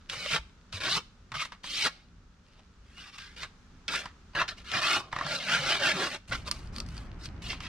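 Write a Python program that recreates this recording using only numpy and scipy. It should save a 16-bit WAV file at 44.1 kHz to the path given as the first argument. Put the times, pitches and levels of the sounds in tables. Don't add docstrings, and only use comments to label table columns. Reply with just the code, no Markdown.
import sys
import numpy as np
from scipy import signal
from scipy.fft import rfft, irfft
from scipy.io import wavfile
from scipy.ndimage import uniform_filter1d

SR = 44100
rng = np.random.default_rng(int(sys.argv[2]) if len(sys.argv) > 2 else 0)


def store_wav(level_fs):
    pcm = np.round(np.clip(np.atleast_2d(level_fs), -1, 1) * 32767)
    wavfile.write(sys.argv[1], SR, pcm.T.astype(np.int16))


N = 338688
T = np.arange(N) / SR
FREQS = np.maximum(np.arange(N // 2 + 1) * SR / N, 1)

# start in seconds, press time in seconds,
# ease time in seconds, rasp at its hardest in dB, swell before that in dB, drop after it in dB; then, against
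# the rasp, blade ring in dB, wall drag in dB, wet fizz in dB and extra ring as the blade slides off in dB;
# then centre of the rasp in Hz and centre of the blade ring in Hz.
STROKE_ROWS = [ (.092, .045, .012, -37, 10, 4, -3, -14, -15, 0, 3200, 1340),
               (.155, .105, 0.044, -37, 3, -2.5, -8, -13.5, -16, -17, 2980, 1320),
               (0.304, 0.02, 0.042, -28.5, 6.5, 1.5, -5, -15, -15, 8, 2870, 1380),
               (.726, 0.054, .014, -42.5, 0, 8.5, -5.5, -12.5, -13.5, 3, 3250, 1440),
               (0.804, 0.066, 0.019, -31.5, 7, 1, -2, -11, -16.5, 3, 2950, 1480),
               (.89, 0.041, 0.048, -28, 3.5, 2.5, -9.5, -17, -16, 11, 3250, 1290),
               (1.342, 0.015, 0.032, -35, 6, 5.5, 1.5, -16, -18.5, -12, 2300, 1230),
               (1.395, 0.021, .018, -33.5, 2, 2.5, -2.5, -20, -16.5, 2, 2300, 1280),
               (1.449, .006, 0.013, -43.5, -2, 10, 0, -12, -11, -2, 2490, 1370),
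               (1.521, .006, .02, -50.5, 2, 10, -3, -4, -18, -6, 2500, 1310),
               (1.636, 0.21, .024, -27.5, 16.5, 0.5, -13, -22.5, -14.5, 15, 3250, 1390),
               (1.88, 0.043, 0.14, -56, 2, 16, -13.5, -10, -21, 0, 3200, 1330),
               (2.44, 0.14, 0.019, -70, 4, 0, -3, -3.5, -15, 12, 3200, 1000),
               (2.83, .145, .02, -58.5, 17, 0, -3, -20, -13, 0, 2700, 1470),
               (2.975, .012, 0.11, -50.5, 3, 3.5, -1.5, -16, -15, 2.5, 2800, 1500),
               (3.11, 0.036, .02, -49, 17, 2.5, -4, -21, -16, 1, 2850, 1390),
               (3.179, .04, .13, -49.5, -1, 11, 0, -23, -15.5, 0, 3000, 1550),
               (3.364, 0.073, 0.016, -40.5, 10, 9, -3, -16, -16, 8.5, 2860, 1590),
               (3.882, 0.0045, 0.025, -31.5, 7, 13, -7, -16.5, -20, 15, 2420, 1520),
               (3.906, 0.049, 0.096, -30, 9.5, 21.5, -0.5, -14.5, -14.5, 7, 2750, 1480),
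               (4.335, .02, .005, -52, 8, 0, 5, -7, -24, 0, 3200, 1200),
               (4.352, 0.072, 0.0086, -32, 5, 7.5, 7.5, -6, -20.5, 0, 2700, 1295),
               (4.483, .004, 0.043, -34.5, 1, 17.5, -1, -15.5, -16, 8.5, 3450, 1570),
               (4.565, 0.016, 0.039, -48.5, 18, 9, -6, -14, -16, 5, 2550, 1480),
               (4.644, 0.075, .01, -40, 13, 0, 0, -15.5, -16, -5, 2960, 1520),
               (4.721, 0.024, 0.055, -29.5, 11, 2.5, 2, -8, -18.5, -2.5, 2750, 1460),
               (4.815, .11, .045, -27.5, 3.5, 1.5, 0, -12.5, -15.5, 2, 2980, 1350),
               (4.965, .008, .035, -33, 0, 12, -1, -3, -13, 0, 3000, 1240),
               (5.0, 0.016, 0.076, -52, -8, 16, 8, 3, -20, 4, 2900, 1100),
               (5.117, 0.15, .02, -40.5, 12, 5, 2.5, -4, -19.5, 3.5, 2800, 1240),
               (5.263, 0.092, 0.038, -32.5, 8, 10.5, -3.5, -7.5, -14.5, 1, 3480, 1510),
               (5.40, .04, 0.044, -39, 1, -0.5, -5.5, -9, -16.5, 4, 3000, 1470),
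               (5.475, 0.068, 0.075, -27.5, 9, 10.5, 2.5, -9.5, -15, -3, 3050, 1500),
               (5.618, 0.095, 0.072, -28, 8.5, 7.5, 0.5, -8.5, -16.5, -4, 2950, 1440),
               (5.795, 0.054, 0.069, -28.5, 8.5, 0, 2, -7, -16.5, -7.5, 2820, 1600),
               (5.925, 0.1, 0.063, -31.5, 9.5, 5.5, 2, -5.5, -14.5, -1.5, 3230, 1480),
               (6.094, 0.062, 0.0055, -38.5, 5, 4.5, -2, -6, -14, 1.5, 3360, 1580),
               (6.279, 0.026, .008, -53, 1, 7, -3, -11, -7, 3, 2700, 1640),
               (6.312, 0.012, 0.029, -34.5, 11, 0.5, 7, -6, -20, -7, 2320, 1620),
               (6.36, .01, 0.081, -49, 0, 17, -5, -10, -11.5, -2, 2600, 1300),
               (6.455, 0.024, 0.0074, -38, 18, 5.5, -0.5, -8, -12, 4, 3180, 1280),
               (6.519, 0.013, 0.16, -53, -11, 15, -0.5, -7, -8.5, 0, 2550, 1230),
               (6.725, 0.047, 0.05, -49.5, 13, 7, 0.5, -7, -10, 7.5, 4050, 1260),
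               (6.86, 0.11, .1, -55, 11, 11, 3, -12, -10, 0, 2700, 1230),
               (7.19, .068, .008, -44.5, 19.5, 5, -1.5, -14, -11.5, -5, 4270, 1450),
               (7.421, .057, 0.012, -43.5, 5, -1, -6, -13.5, -14, -1, 2950, 1380),
               (7.48, 0.027, 0.078, -33, 16, 23.5, -10.5, -15, -19.5, -6, 2560, 1620),
               (7.606, 0.027, 0.037, -45, 10, -2.5, -10, -15, -20, 6.5, 2540, 1330), ]
# start in seconds, dull body in dB, bright edge in dB.
TAP_ROWS = [(0.097, -63, -22.5), (.134, -51, -33), (.26, -50, -31), (0.727, -52.5, -32.5),
            (1.318, -43.5, -32.5), (1.341, -48, -36), (1.452, -52, -33.5), (1.52, -48, -38),
            (1.641, -49, -35), (2.593, -72, -53), (2.98, -64, -44), (3.071, -63, -44), (3.183, -62, -33.5),
            (3.219, -70, -40), (3.431, -48.5, -29), (3.88, -65, -22.5), (3.938, -39.5, -29),
            (4.056, -42.5, -32.5), (4.356, -49, -39), (4.416, -34.5, -39), (4.479, -63, -32),
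            (4.716, -51, -25), (5.127, -36, -33), (5.162, -37, -32), (5.187, -39, -32), (5.21, -36, -36),
            (5.265, -42.5, -30), (6.328, -47, -30), (7.53, -46, -46), (7.604, -51, -32.5),
            (7.634, -57, -37)]
# start in seconds, level in dB.
SNAP_ROWS = [(2.484, -60), (2.5336, -58), (6.477, -40), (6.5122, -17), (6.5404, -54), (6.6722, -48),
             (6.762, -31), (6.7825, -32), (6.8014, -24.5), (6.8625, -43), (6.8867, -41), (6.967, -42),
             (6.978, -39), (7.2555, -34.5), (7.602, -49)]
# start in seconds, level in dB, pitch in Hz.
THUD_ROWS = [(0.167, -48.5, 119), (.33, -40.5, 149.3), (0.391, -42, 53.5), (0.74, -38, 94.4),
             (0.866, -45, 125), (1.328, -46, 110), (1.359, -45, 145), (1.852, -49, 169.1),
             (5.25, -39.5, 154), (5.592, -37.5, 147), (6.307, -42, 117), (6.77, -43.5, 231)]
# middle in seconds, half length in seconds, pitch in Hz, level in dB.
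TONE_ROWS = [(0.264, 0.0046, 598, -33), (.935, 0.023, 3930, -33), (1.36, 0.023, 1213, -42),
             (1.40, .04, 3710, -46), (1.856, 0.011, 399, -38), (1.868, 0.011, 1247, -32),
             (2.596, .006, 820, -58), (2.99, .02, 2850, -45), (3.19, .09, 5450, -61),
             (4.392, 0.022, 358, -40), (4.404, .01, 2640, -27.5), (4.845, 0.014, 2540, -26.5),
             (5.32, 0.016, 1400, -33), (5.41, .01, 2120, -37), (5.538, .025, 1400, -25.5),
             (5.725, 0.026, 3100, -26.5), (5.827, 0.023, 600, -32), (5.865, .024, 1400, -30),
             (5.916, .012, 1680, -26), (5.957, 0.024, 152.7, -33.5), (6.004, 0.041, 380, -35)]

# pitch in Hz, width in Hz before extra damping, level in dB.
BLADE_MODES = [(888, 160, -3.5), (1052, 160, -4.5), (1205, 153, -2), (1375, 102, -1), (1520, 52, -6.5),
               (1628, 254, -0.5), (1815, 75, -5.5)]
EDGE_MODES = [(2057, 224, 4), (2265, 193, 2), (2505, 220, 0.5), (2800, 120, 1), (3112, 185, -1),
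              (3620, 233, -2.5), (3910, 220, -0.5), (4170, 170, 0), (4403, 65, 1), (4630, 400, -1),
              (5235, 480, 0), (6280, 130, -4.5)]
WALL_MODES = [(157, 55, 2), (248.7, 41, -4.5), (390, 130, -4), (556.5, 130, -1.5), (647, 113, -4),
              (836, 77, -6.5)]
POINT_MODES = [(1160, 390, -12.5), (1840, 470, -7), (2740, 1600, -10.5), (3520, 330, -3), (4570, 360, 1.5),
               (5400, 460, -6), (5850, 400, -9), (8870, 480, -7.5), (11600, 2400, -17.5)]

# frequency in Hz, level per Hz in dB.
SAND_COLOUR = [(300, -33), (1200, -7.5), (2000, -3.5), (3000, -1), (5300, -9), (7000, -19), (8700, -21),
               (10500, -30.5), (12300, -33.5), (14500, -52)]
KNOCK_COLOUR = [(150, -7), (450, -23.5), (750, -9.5), (1020, -2.5), (1250, -1), (1500, -9.5), (1850, -5),
                (2400, -19), (5000, -80)]
YARD_COLOUR = [(12, -49), (20, -9.5), (49, -5), (92, -10.5), (135, -20), (174, -12.5), (270, -20.5),
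               (328, -27.5), (367, -25), (656, -34), (1080, -31), (1310, -28), (2040, -36.5), (6360, -42.5),
               (15000, -74.5)]
HOLLOW_COLOUR = [(12, -31), (20, -4.5), (49, 3), (205, -10.5), (242, -13), (377, -20), (470, -26),
                 (1460, -27.5), (2850, -37.5), (3180, -40), (3460, -44), (6360, -48), (6910, -53),
                 (10200, -64), (15000, -92)]

# time in seconds, level in dB.
RUMBLE_LOUDNESS = [(0, -1), (1.1, -2), (2.4, -4.5), (3.5, 0), (5.1, 0), (6.4, -3), (7.68, -2)]
# frequency in Hz, level against direct in dB.
SCATTER_SHARE = [(60, -23), (300, -16), (1300, -13), (3000, -9), (6500, -5), (14000, -2)]

YARD_DB, HOLLOW_DB = -53.5, -40
INSIDE_S = 6.285
PORT_LAG_S = 3.7e-5
TOP_HZ = 13900
LAND_S, LIFT_S = 0.0016, 0.011
SLIDE_OFF_S, SLIDE_OFF_OCTAVES = 0.021, .17
SLIDE_OFF_WALL = 0.8
BLADE_LAW, WALL_LAW, FIZZ_LAW = 1.08, 0.71, 0.99


def undb(db):
    return 10 ** (np.asarray(db) / 20)


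def unit(x):
    return x / np.sqrt(np.mean(x ** 2))


def gains(points):
    hz, db = np.transpose(points)
    return undb(np.interp(np.log(FREQS), np.log(hz), db))


def colour(x, points):
    cepstrum = irfft(np.log(gains(points)), N)
    cepstrum[1:N // 2] *= 2
    cepstrum[N // 2 + 1:] = 0
    return irfft(rfft(x) * np.exp(rfft(cepstrum)), N)


def band(x, lo_hz, hi_hz, order=3):
    edges = [lo_hz, min(hi_hz, SR / 2 - 1)]
    return signal.sosfilt(signal.butter(order, edges, "band", fs=SR, output="sos"), x)


def ring(x, modes, damping):
    out = 0
    for k, (hz, width, db) in enumerate(modes):
        sharpness = max(hz / (width * damping), 1)
        mode = signal.lfilter(*signal.iirpeak(hz, sharpness, SR), x)
        out = out + (-1) ** k * undb(db) * mode
    return out


def walk(rate):
    k = max(int(SR / rate), 1)
    steps = np.repeat(rng.standard_normal(N // k + 1), k)[:N]
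    return unit(uniform_filter1d(steps, k))


def rumble(points, db):
    mid, side = rfft(rng.standard_normal((2, N))) * gains(points)
    side = side * gains([(60, -22.0), (200, -14), (1000, -5.5), (4000, -1.0)])
    air = irfft(np.array([mid + side, mid - side]), N)
    waver = undb(1.7 * walk(7))
    bass = band(air, 13, 220, order=1)
    return undb(db) * unit(air + bass * (waver - 1))


def grit(rate, spread_db, judder_db, judder_rate):
    size = undb(spread_db * np.minimum(rng.exponential(size=N), 4))
    hits = rng.random(N) < rate / SR
    judder = undb(judder_db * walk(judder_rate))
    return hits * size * rng.standard_normal((2, N)) * judder


def stray_grit(db=-78, inside_db=9):
    ticks = grit(rate=45, spread_db=3.5, judder_db=3, judder_rate=6)
    level = undb(db + inside_db * (T > INSIDE_S))
    return level * unit(band(ticks, 1400, 4860, order=4))


def pressure():
    out, centres = np.zeros((4, N)), np.full((2, N), 2000.)
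    for (s, press_s, ease_s, db, swell_db, drop_db,
         blade_db, wall_db, fizz_db, off_db, edge_hz, blade_hz) in STROKE_ROWS:
        length = press_s + ease_s
        near = slice(*np.searchsorted(T, [s - .02, s + length + .15]))
        age = T[near] - s
        push_db = np.interp(age, [0, press_s, length], [-swell_db, 0, -drop_db])
        contact = np.exp(np.minimum(age, 0) / LAND_S - np.maximum(age - length, 0) / LIFT_S)
        off = np.exp(-(np.minimum(age - length, 0) / SLIDE_OFF_S) ** 2)
        layers_db = np.array([
            push_db,
            blade_db + BLADE_LAW * push_db + off_db * off,
            wall_db + WALL_LAW * push_db + SLIDE_OFF_WALL * off_db * off,
            fizz_db + FIZZ_LAW * push_db])
        layers = contact * undb(db + layers_db)
        pitch = [np.full(len(age), edge_hz), blade_hz * 2 ** (-SLIDE_OFF_OCTAVES * off)]
        centres[:, near] = np.where(layers[0] > out[0, near], pitch, centres[:, near])
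        out[:, near] = np.maximum(out[:, near], layers)
    return out, centres


def sliding_ring(x, modes, centre_hz, focus_octaves, damping):
    out = 0
    for hz, width, db in modes:
        favour = 1 / (1 + (np.log2(hz / centre_hz) / focus_octaves) ** 2)
        wander = undb(1.8 * walk(7))
        once = ring(x, [(hz, width, db)], damping)
        mode = ring(once, [(hz, width, 0)], damping)
        bent = np.arange(N) + 14 * walk(7)
        mode = np.array([np.interp(bent, np.arange(N), row) for row in mode])
        out = out + favour * wander * mode
    return out


def hold(x, smooth_s=0.026):
    power = uniform_filter1d(np.mean(x ** 2, axis=0), int(smooth_s * SR))
    return x / np.sqrt(power + 1e-12)


def crackling(fizz, rim_db=-7, inside_db=1):
    pops = grit(rate=350, spread_db=3, judder_db=2, judder_rate=40)
    place = undb(np.where(T < INSIDE_S, rim_db, inside_db))
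    rung = ring(pops, POINT_MODES, damping=2.5)
    return fizz * place * unit(band(rung, 2500, 16400, order=2))


def scraping():
    (rasp, blade, wall, fizz), (edge_hz, blade_hz) = pressure()
    grains = grit(rate=15000, spread_db=2.5, judder_db=1.0, judder_rate=240)
    sand = colour(grains, SAND_COLOUR)
    edge = hold(sliding_ring(grains, EDGE_MODES, edge_hz, focus_octaves=0.53, damping=1.47))
    hiss = unit(band(sand, 2210, 6370, order=2))
    blade_ring = hold(sliding_ring(grains, BLADE_MODES, blade_hz, focus_octaves=0.35, damping=1.56))
    wall_drag = hold(sliding_ring(grains, WALL_MODES, 360, focus_octaves=11, damping=1.76))
    wet_fizz = unit(band(sand, 6440, 13500, order=4))
    out = rasp * (undb(-2.5) * edge + undb(-4.0) * hiss)
    out += undb(-1.96) * blade * blade_ring
    out += undb(1.0) * wall * wall_drag
    return out + crackling(fizz) + undb(1.5) * fizz * wet_fizz


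def blows(times, dbs, crack_s, tail_s, tail_db):
    out, age = np.zeros((2, N + SR)), T[:SR // 4]
    shape = np.exp(-age / crack_s) + undb(tail_db) * np.exp(-age / tail_s)
    shape *= 1 - np.exp(-age / (crack_s / 5))
    for s, db in zip(times, dbs):
        crunch = rng.choice([-1, 1], (2, len(age))) * shape
        start = int(s * SR)
        out[:, start:start + len(age)] += undb(db) * crunch
    return out[:, :N]


def tapping():
    s, body_db, edge_db = np.transpose(TAP_ROWS)
    body = blows(s, body_db, crack_s=0.0041, tail_s=0.028, tail_db=-12.5)
    body = colour(body, KNOCK_COLOUR)
    edge = blows(s, edge_db, crack_s=0.0026, tail_s=0.024, tail_db=-13.5)
    edge = band(colour(edge, SAND_COLOUR), 1850, 12600, order=2)
    return undb(28) * body + undb(8.0) * edge


def thudding(decay_s=0.031, rise_s=0.0018):
    out = np.zeros(N)
    age = T[:SR // 3]
    shape = np.exp(-age / decay_s) * 2 * (1 - np.exp(-age / rise_s))
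    for s, db, hz in THUD_ROWS:
        start = int(s * SR)
        out[start:start + len(age)] += undb(db) * np.sin(2 * np.pi * hz * age) * shape
    return out


def brief_tones(width_share=0.018, least_width_hz=25):
    out = np.zeros(N)
    drift = walk(120)
    for s, half_s, hz, db in TONE_ROWS:
        near = np.abs(T - s) < 3 * half_s
        pitch = hz + max(width_share * hz, least_width_hz) * drift[near]
        shape = np.exp(-((T[near] - s) / half_s) ** 2)
        out[near] += undb(db) * shape * np.sin(2 * np.pi * np.cumsum(pitch) / SR)
    return out


def snapping():
    s, db = np.transpose(SNAP_ROWS)
    cracks = blows(s, db, crack_s=0.0017, tail_s=0.0064, tail_db=-20.5)
    rung = ring(cracks, POINT_MODES, damping=0.93)
    return undb(13.5) * band(rung, 750, 8300, order=2)


def rim_echo(x, lag_s=.0032, sway=0.226, echo_db=-8):
    hand = np.interp(T, np.arange(0, 8, .25), rng.standard_normal(32))
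    heard = T - lag_s * np.exp(sway * hand)
    echo = np.array([np.interp(heard, T, row, left=0) for row in x])
    return (x + undb(echo_db) * echo) / np.sqrt(1 + undb(echo_db) ** 2)


def ports(x):
    direct, scattered = rfft(x) / np.sqrt(1 + gains(SCATTER_SHARE) ** 2)
    scattered = scattered * gains(SCATTER_SHARE)
    lag = np.exp(-2j * np.pi * FREQS * PORT_LAG_S)
    left_tone = gains([(150, -1.1), (700, -1.5), (3000, 0.24), (6500, 3.0), (9000, -0.8), (12000, -1.0)])
    right_tone = gains([(150, -1.5), (700, 0.15), (3000, 0.0), (6500, 2.0), (9000, 4.0), (12000, 2.5)])
    left = (direct + scattered) * lag * left_tone
    right = (direct - scattered) * right_tone
    return irfft(np.array([left, right]), N)


def yard_echo(x, t60_s=0.35, wet_db=-21):
    age = T[:SR * 2 // 3]
    tail = band(rng.standard_normal((2, len(age))), 1270, 12000, order=1)
    tail = tail * undb(-60 * age / t60_s) * (1 - np.exp(-age / 0.0029))
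    tail /= np.linalg.norm(tail, axis=1, keepdims=True)
    return undb(wet_db) * signal.fftconvolve(x[None], tail, axes=1)[:, :N]


def scene():
    work = rim_echo(scraping()) + tapping() + snapping() + stray_grit()
    work[0] += thudding() + brief_tones()
    inside = np.clip((T - INSIDE_S) / 0.014, 0, 1)
    floor = (1 - inside) * rumble(YARD_COLOUR, YARD_DB) + inside * rumble(HOLLOW_COLOUR, HOLLOW_DB)
    loudness = undb(np.interp(T, *np.transpose(RUMBLE_LOUDNESS)))
    return ports(work) + yard_echo(work[0]) + floor * loudness


def record(dry):
    return signal.sosfilt(signal.ellip(8, .2, 70, TOP_HZ, fs=SR, output="sos"), dry)


dry = scene()
out = record(dry)
store_wav(out)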